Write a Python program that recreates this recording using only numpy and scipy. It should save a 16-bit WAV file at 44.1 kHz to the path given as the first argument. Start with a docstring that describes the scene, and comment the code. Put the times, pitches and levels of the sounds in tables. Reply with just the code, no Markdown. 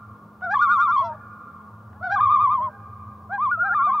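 """First a faint low hum, soft hiss and the fading echo of an earlier call; then loons on a forest lake, two
and perhaps briefly a third, give three tremolo calls one after another, voices overlapping within each.
Each note is a stack of sines that wobbles about ten times a second, in a low or a high register, and short
rasps of noise mark most voice starts and breaks. The water scatters the calls and the wooded shore answers
late and blurred, both made with decaying noise. The hum is narrow noise bands, the hiss shaped noise."""
import sys
import numpy as np
from scipy import signal
from scipy.fft import rfft, irfft
from scipy.io import wavfile
from scipy.ndimage import uniform_filter1d

SR = 44100
rng = np.random.default_rng(int(sys.argv[2]) if len(sys.argv) > 2 else 0)


def generate_wav(signal):
    """Clip the signal to [-1, 1] and save it as 16-bit WAV at the path in sys.argv[1]."""
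    frames = np.transpose(np.atleast_2d(signal))
    scaled = np.clip(frames, -1, 1) * 32767
    pcm = np.round(scaled).astype(np.int16)
    wavfile.write(sys.argv[1], SR, pcm)


N = 176400  # samples, 4 s


def amp(db):
    """Turn decibels into a plain multiplier."""
    return 10 ** (np.asarray(db) / 20)


def evened(x):
    """Scale a sound to an rms of 1."""
    return x / np.sqrt(np.mean(x ** 2) + 1e-20)


def read(points, hz):
    """Read a curve of (f/Hz, value) points, with straight lines along a log frequency scale."""
    f, value = np.transpose(points)
    return np.interp(np.log(hz + 1), np.log(f + 1), value)


def coloured(x, points):
    """Make some frequencies louder or softer, following a (f/Hz, level/dB) curve."""
    hz = np.fft.rfftfreq(x.shape[-1], 1 / SR)
    spectrum = rfft(x) * amp(read(points, hz))
    return irfft(spectrum, x.shape[-1])


def add(mix, s, sound):
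    """Lay a sound into the mix from s seconds on, cut off at the end of the mix."""
    part = mix[round(s * SR):][:len(sound)]
    part += sound[:len(part)]


# How strong the noise is at each frequency, relative only: (f/Hz, level/dB)
NOISE_COLOUR = [(30, -26.5), (60, -20), (120, -4.5), (250, -14), (500, -9), (900, -16.5), (1500, -22.5),
                (2000, -32.5), (3000, -36.5), (5000, -40), (8000, -44.5), (11000, -42.5), (14000, -43),
                (15700, -36)]
# How alike the left and right noise are: (f/Hz, likeness from 0 to 1)
LEFT_RIGHT_LIKENESS = [(60, 0.99), (300, 0.97), (1000, 1), (3000, 0.33), (12000, .85)]
NOISE_DB = -60  # rms of the part between 250 and 600 Hz


def outdoor_noise():
    """Soft outdoor noise and microphone hiss: random spectra, shaped and partly shared by both ears."""
    frames, hz = N // 256 + 5, np.fft.rfftfreq(1024, 1 / SR)
    a, b, c, d = rng.standard_normal((frames, 513, 4)).T
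    same = np.clip(read(LEFT_RIGHT_LIKENESS, hz), -1, 1)[:, None]
    left = a + 1j * b
    right = same * left + np.sqrt(1 - same ** 2) * (c + 1j * d)
    spectra = np.array([left, right]) * amp(read(NOISE_COLOUR, hz))[:, None]
    noise = signal.istft(spectra, nperseg=1024, noverlap=768)[1][:, :N]
    band = (hz > 250) & (hz < 600)
    share = np.sum(abs(spectra[:, band]) ** 2) / np.sum(abs(spectra) ** 2)
    return amp(NOISE_DB) * evened(noise) / np.sqrt(share)


# Bands of the hum: (f/Hz, width/Hz of each of two filters, rms level/dB before any swell,
# steady tone relative to the wavering part)
HUM_BANDS = [(90, 7.8, -55.5, .1), (108.3, 20, -52.5, 0.82), (164.4, 16, -60.5, .3), (209.2, 18, -52.5, 3),
             (236.3, 40, -61, 0.092), (308.5, 6.5, -68.5, 1.2)]
# Rise and fall of the bands below 130 Hz; only the distance from the average counts: (t/s, level/dB)
HUM_SWELL_CURVE = [(0.0, -53.5), (0.13, -43), (0.18, -55), (1.21, -46), (1.39, -55.5), (2.25, -42),
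                   (3.97, -50), (4.0, -61)]


def hum():
    """A distant drone: slow noise moved up to each band's pitch makes it waver, and the lowest bands swell."""
    t, out = np.arange(N) / SR, np.zeros(N)
    s, db = np.transpose(HUM_SWELL_CURVE)
    for hz, width, level_db, steady_part in HUM_BANDS:
        r = np.exp(-np.pi * width / SR)
        waver = rng.standard_normal(N + SR) + 1j * rng.standard_normal(N + SR)
        for _ in range(2):
            waver = signal.lfilter([1], [1, -r], waver)
        waver = waver[SR:]  # drop the second in which the filters settle
        steady = steady_part * np.sqrt(np.mean(abs(waver) ** 2))
        swell = np.interp(t, s, db - db.mean()) * (hz < 130)
        band = ((waver + steady) * np.exp(2j * np.pi * hz * t)).real
        out += amp(level_db + swell) * evened(band)
    return out


def tail(start, rise, t60, db, width):
    """Echo made of stereo noise that swells after a delay and dies away, losing 60 dB in t60 seconds."""
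    late = np.maximum(np.arange(3 * SR) / SR - start, 0)
    shape = (1 - np.exp(-late / rise)) * amp(-60 * late / t60)
    a, b = rng.standard_normal((2, len(late)))
    sides = np.array([a + width * b, a - width * b])  # width: how much differs left to right
    return amp(db) * shape / np.linalg.norm(shape) * sides


# Colour of the echo from the tree line: (f/Hz, level/dB)
TREE_LINE_COLOUR = [(500, -6), (1200, -1), (1600, 1.5), (2400, 3.5), (3600, -9), (6000, -18)]
# Colour of the long echo from the shores: (f/Hz, level/dB)
SHORE_ECHO_COLOUR = [(500, -8), (800, 5.5), (1200, 1), (1500, -0.5), (2000, -8.5), (2600, -11.5),
                     (6000, -29.5)]
# Strengths in dB are set before the colour and the left-right difference are added
TREES_S, TREES_RISE_S, TREES_T60_S, TREES_DB = 0.56, 0.03, 0.6, -29
SHORE_S, SHORE_RISE_S, SHORE_T60_S, SHORE_DB = 0.29, 0.29, 4.4, -30
NEAR_RISE_S, NEAR_T60_S, NEAR_DB = 0.0021, 0.42, -26.5  # scatter off the water near the birds
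SHORE_WIDTH, NEAR_WIDTH = 0.3, 0.39
PREVIOUS_S, PREVIOUS_DB = 1.45, -3  # a like call this much before the first one, heard only as echo
LEAD = 2 * SR  # samples of time before the scene starts


def lake(calls):
    """Short scatter off the water, a late return from the tree line and the long echo of the shores."""
    heard = np.concatenate([np.zeros(LEAD), calls])
    previous_call = amp(PREVIOUS_DB) * calls[:round(1.3 * SR)]
    add(heard, LEAD / SR - PREVIOUS_S, previous_call)
    trees = tail(TREES_S, TREES_RISE_S, TREES_T60_S, TREES_DB, SHORE_WIDTH)
    shores = tail(SHORE_S, SHORE_RISE_S, SHORE_T60_S, SHORE_DB, SHORE_WIDTH)
    water = tail(0, NEAR_RISE_S, NEAR_T60_S, NEAR_DB, NEAR_WIDTH)
    echo = coloured(trees, TREE_LINE_COLOUR) + coloured(shores, SHORE_ECHO_COLOUR) + water
    return signal.fftconvolve(heard[None], echo, axes=1)[:, LEAD:LEAD + N]


# Short rasps of noise, most where a voice starts or breaks: (middle t/s, level/dB, length/s)
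RASP_PUFFS = [(.412, -48, .012), (.486, -46, .015), (.546, -38, .015), (1.932, -50, .012), (2.2, -42, .015),
              (3.378, -46, .012), (3.512, -46, .01), (3.744, -40, .012)]
# Colour of the rasp noise: (f/Hz, level/dB)
RASP_COLOUR = [(400, -30), (700, -4), (1400, 0), (2000, -14), (3300, -30), (5000, -48), (8000, -70)]


def rasps():
    """Puffs of coloured noise, most where a voice starts or breaks, each fading in and out."""
    puffs = np.zeros(N)
    noise = evened(coloured(rng.standard_normal(N), RASP_COLOUR))
    for s, db, length in RASP_PUFFS:
        add(puffs, s - length / 2, amp(db) * np.hanning(round(length * SR)))
    return puffs * noise


def drift(size, span=150):
    """Random wander of rms 1: noise averaged twice over span samples."""
    once = uniform_filter1d(rng.standard_normal(size), int(span))
    return evened(uniform_filter1d(once, int(span)))


WAVER, WAVER_DB = 0.0018, 0.57  # rms wander of the pitch (fraction) and of the level (dB)
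FLICKER_DB, BREATH = 2, 0.14  # wander of overtone level (dB rms); breath per octave above 1500 Hz
OVERTONE_HZ = 1900  # only partials that reach above this get overtone colour
TROUGH_SHARPNESS = 1.25  # troughs are narrower than crests
EDGE_S, EFFORT = 0.0082, 0.98  # fade in and out; overtones grow faster than the level


def note(octave_db, lift_db, points, voice, throat):
    """A stack of sines whose pitch swings between round crests and narrower troughs."""
    s, hz, db = np.transpose(points)
    t = np.arange(s[0], s[-1], 1 / SR)
    k = np.clip(np.searchsorted(s, t, "right") - 1, 0, len(s) - 2)  # the swing we are in
    u = np.clip((t - s[k]) / (s[k + 1] - s[k]), 0, 1)  # how far through it, 0 to 1
    rising = hz[k + 1] > hz[k]
    arch = np.sin(np.pi / 2 * np.where(rising, u, 1 - u)) ** TROUGH_SHARPNESS
    blend = np.where(rising, arch, 1 - arch)
    smooth_pitch = uniform_filter1d(hz[k] + blend * (hz[k + 1] - hz[k]), 200)
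    pitch = smooth_pitch * (1 + WAVER * drift(len(t)))
    smooth_level = uniform_filter1d(db[k] + blend * (db[k + 1] - db[k]), 200)
    level = smooth_level + WAVER_DB * drift(len(t))
    turn = 2 * np.pi * (np.cumsum(pitch) / SR + rng.random())
    upper = lift_db + EFFORT * (level - db.max())  # dB per octave above 1500 Hz
    tone = np.zeros(len(t))
    for m, partial_db in voice:
        octaves = np.clip(np.log2(m * pitch / 1500), 0, None) * (m > 2.5)
        colour = upper * octaves + read(throat, m * pitch) + FLICKER_DB * drift(len(t), 350)
        breath = 1 + BREATH * octaves * drift(len(t), 51)
        strength_db = partial_db + (m == 2) * octave_db + (m * hz.max() > OVERTONE_HZ) * colour
        tone += amp(strength_db) * breath * np.sin(m * turn)
    edge = np.clip(np.minimum(t - s[0], s[-1] - t) / EDGE_S, 0, 1)
    fade = np.sin(np.pi / 2 * edge) ** 2
    return s[0], np.sqrt(2) * amp(level) * fade * tone


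# Low-register notes: (extra level/dB of the second partial, lift of higher overtones/dB per octave,
# throat colour and side A or B,
# crests and troughs of the wobble: (t/s, f/Hz, level/dB before the voice's mix of partials))
LOW_CALLS = [ (4, 6, "A", [(.415, 690, -43), (.445, 748, -35), (.488, 666.6, -43), (.523, 805, -30),
             (.535, 823, -33.5), (.556, 885, -35.5)]), (-2.5, -1.5, "B", [(.425, 700, -48), (.45, 700, -39),
             (.495, 681.2, -37), (.535, 840.7, -27.5), (.548, 837, -23.5)]),
             (-6.5, 7, "A", [(1.01, 625, -38.5), (1.055, 680, -34.5), (1.115, 600, -43.5),
             (1.14, 630, -47.5), (1.16, 600, -36.5)]), (-9.5, -8.5, "A", [(1.93, 690, -58),
             (1.98, 850, -56.5), (2.0, 830, -74.5)]), (1.5, 5, "B", [(2.022, 700, -37.5),
             (2.055, 757, -33.5), (2.093, 685, -35), (2.13, 812, -30), (2.16, 765, -35.5)]),
             (-2.5, 2, "A", [(2.005, 610, -46.5), (2.025, 681.6, -40.5), (2.055, 715, -39.5),
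             (2.105, 672, -35), (2.147, 820, -28), (2.177, 713, -39), (2.195, 800, -32.5),
             (2.207, 880, -37.5)]), (-6, -5, "A", [(2.598, 615, -40), (2.645, 620, -45), (2.71, 600, -45)]),
             (-2.5, -5, "B", [(3.29, 640, -45.5), (3.345, 814, -28.5), (3.385, 770, -40.5)]),
             (3.5, -1.5, "A", [(3.572, 680, -40), (3.61, 635, -48.5), (3.668, 802, -31), (3.707, 712, -39),
             (3.735, 820, -34.5), (3.747, 900, -32.5)]), (-7, -9.5, "A", [(3.865, 680, -33),
             (3.905, 785, -38), (3.918, 785, -54.5)]), ]
# High-register notes, same columns
HIGH_CALLS = [ (0, -1, "A", [(.55, 1194, -22), (.585, 1036, -22.5), (.635, 1213, -19), (.685, 1062, -20.5),
              (.735, 1225, -18.5), (.787, 1037, -20.5), (.835, 1218, -19), (.895, 1002, -23),
              (.94, 1206, -20), (.985, 1014, -23), (1.01, 908, -27)]), (0, -1, "B", [(.537, 1194, -21),
              (.578, 997.6, -20), (.613, 1228, -20.5)]), (0, -2.5, "B", [(.608, 1371, -26),
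              (.625, 1438, -14), (.668, 1280, -27.5), (.715, 1442, -15), (.763, 1265, -28.5),
              (.808, 1411, -15.5), (.858, 1239, -31), (.902, 1391, -16.5), (.945, 1165, -36)]),
              (0, -1, "B", [(.96, 1021, -19), (.998, 1116, -19), (1.06, 910, -31.5), (1.1, 935, -30.5),
              (1.14, 910, -35.5)]), (0, -5, "B", [(2.155, 1220, -20), (2.198, 995, -21),
              (2.245, 1205, -19.5), (2.3, 999, -23.5), (2.345, 1210, -18), (2.4, 980, -25.5),
              (2.445, 1150, -23), (2.505, 960.6, -28.5), (2.55, 1083, -21.5), (2.6, 950, -25),
              (2.645, 1088, -23), (2.695, 930, -32)]), (0, 0.5, "A", [(2.203, 1188, -11),
              (2.222, 1220, -21), (2.275, 1050, -20), (2.32, 1228, -18), (2.375, 1037, -21),
              (2.42, 1224, -18), (2.483, 997, -20), (2.525, 1218, -20), (2.59, 945, -34.5),
              (2.602, 945, -33)]), (0, -9, "B", [(3.375, 1002, -32), (3.39, 1008, -25),
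              (3.435, 1218, -20.5), (3.483, 1010, -22), (3.512, 1201, -25.5), (3.525, 1194, -40.5)]),
              (0, -15, "B", [(3.51, 1387, -16.5), (3.525, 1448, -16), (3.572, 1260, -31), (3.62, 1437, -16),
              (3.668, 1228, -31), (3.717, 1418, -17.5), (3.765, 1238, -35.5), (3.81, 1385, -19.5),
              (3.85, 1265, -32.5)]), (0, -0.5, "A", [(3.745, 1185, -12), (3.757, 1212, -20.5),
              (3.808, 1058, -20), (3.855, 1210, -19), (3.91, 1040, -20), (3.955, 1232, -22),
              (4.01, 1050, -20.5)]), (0, -6.5, "B", [(3.885, 1001, -47), (3.915, 1104, -25),
              (3.96, 912, -30)]), ]
# Mix of partials in each register: (multiple of the pitch, level/dB)
LOW_PARTIALS = [(1, 1), (2, 3), (3, -22), (4, -28.5), (5, -29), (6, -38), (7, -44), (8, -46), (9, -48.5)]
HIGH_PARTIALS = [(1, 0), (2, -30), (3, -27), (4, -47), (5, -54), (6, -42), (7, -48)]
# The same for notes that crest above TOP_HZ: (multiple of the pitch, level/dB)
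TOP_PARTIALS = [(1, -3), (2, -39.5), (3, -45.5), (4, -42.5), (5, -62.5), (6, -55)]
# Two throat colours for the overtones, A and B: (f/Hz, level/dB)
THROAT_COLOURS = { "A": [(1900, -6), (2400, -1.5), (2850, -13.5), (3200, -12), (3650, 0), (4000, -6.5),
                  (4350, -6), (4900, 0), (5500, 3.5), (6000, -3.5), (6600, -4.5), (7300, -7), (8500, -3.5),
                  (10000, -2.5)], "B": [(1900, -11.5), (2400, 0), (2850, -15), (3300, -0.5), (3650, -2.5),
                  (3950, -6), (4350, 7.5), (4800, -5), (5500, 6), (6000, -8), (6600, -16.5), (7300, -7.5),
                  (10000, -12)], }
TOP_HZ = 1340
PAN_DB = {"A": 0.5, "B": 0.36}  # left raised and right lowered by this much


def loons():
    """All notes, using two throat colours, each with its own left-right balance."""
    out = np.zeros((N, 2))
    for notes, register in ((LOW_CALLS, LOW_PARTIALS), (HIGH_CALLS, HIGH_PARTIALS)):
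        for octave_db, lift_db, throat, points in notes:
            crest_hz = max(hz for s, hz, db in points)
            voice = TOP_PARTIALS if crest_hz > TOP_HZ else register
            start, sound = note(octave_db, lift_db, points, voice, THROAT_COLOURS[throat])
            add(out, start, sound[:, None] * amp([PAN_DB[throat], -PAN_DB[throat]]))
    return out.T


RIGHT_LEAD_S = 1e-5  # calls reach the right side this much before the left


def scene():
    """Noise, hum, lake echo and the direct calls; adding a little of a wave's slope shifts it in time."""
    calls = rasps() + loons()
    shift = RIGHT_LEAD_S * SR / 2 * np.gradient(calls, axis=1) * [[-1], [1]]
    return outdoor_noise() + hum() + lake(calls.mean(0)) + calls + shift


LOW_CUT_HZ, EDGE_HZ = 48, 15750


def record(dry):
    """A gentle low cut that thins the deepest rumble, then a cut of everything above the band limit."""
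    low_cut = signal.butter(2, LOW_CUT_HZ, "high", fs=SR, output="sos")
    thin = signal.sosfilt(low_cut, dry)
    band_limit = signal.firwin(511, EDGE_HZ, window=("kaiser", 9), fs=SR)
    return signal.oaconvolve(thin, band_limit[None], "same")


dry = scene()
out = record(dry)
generate_wav(out)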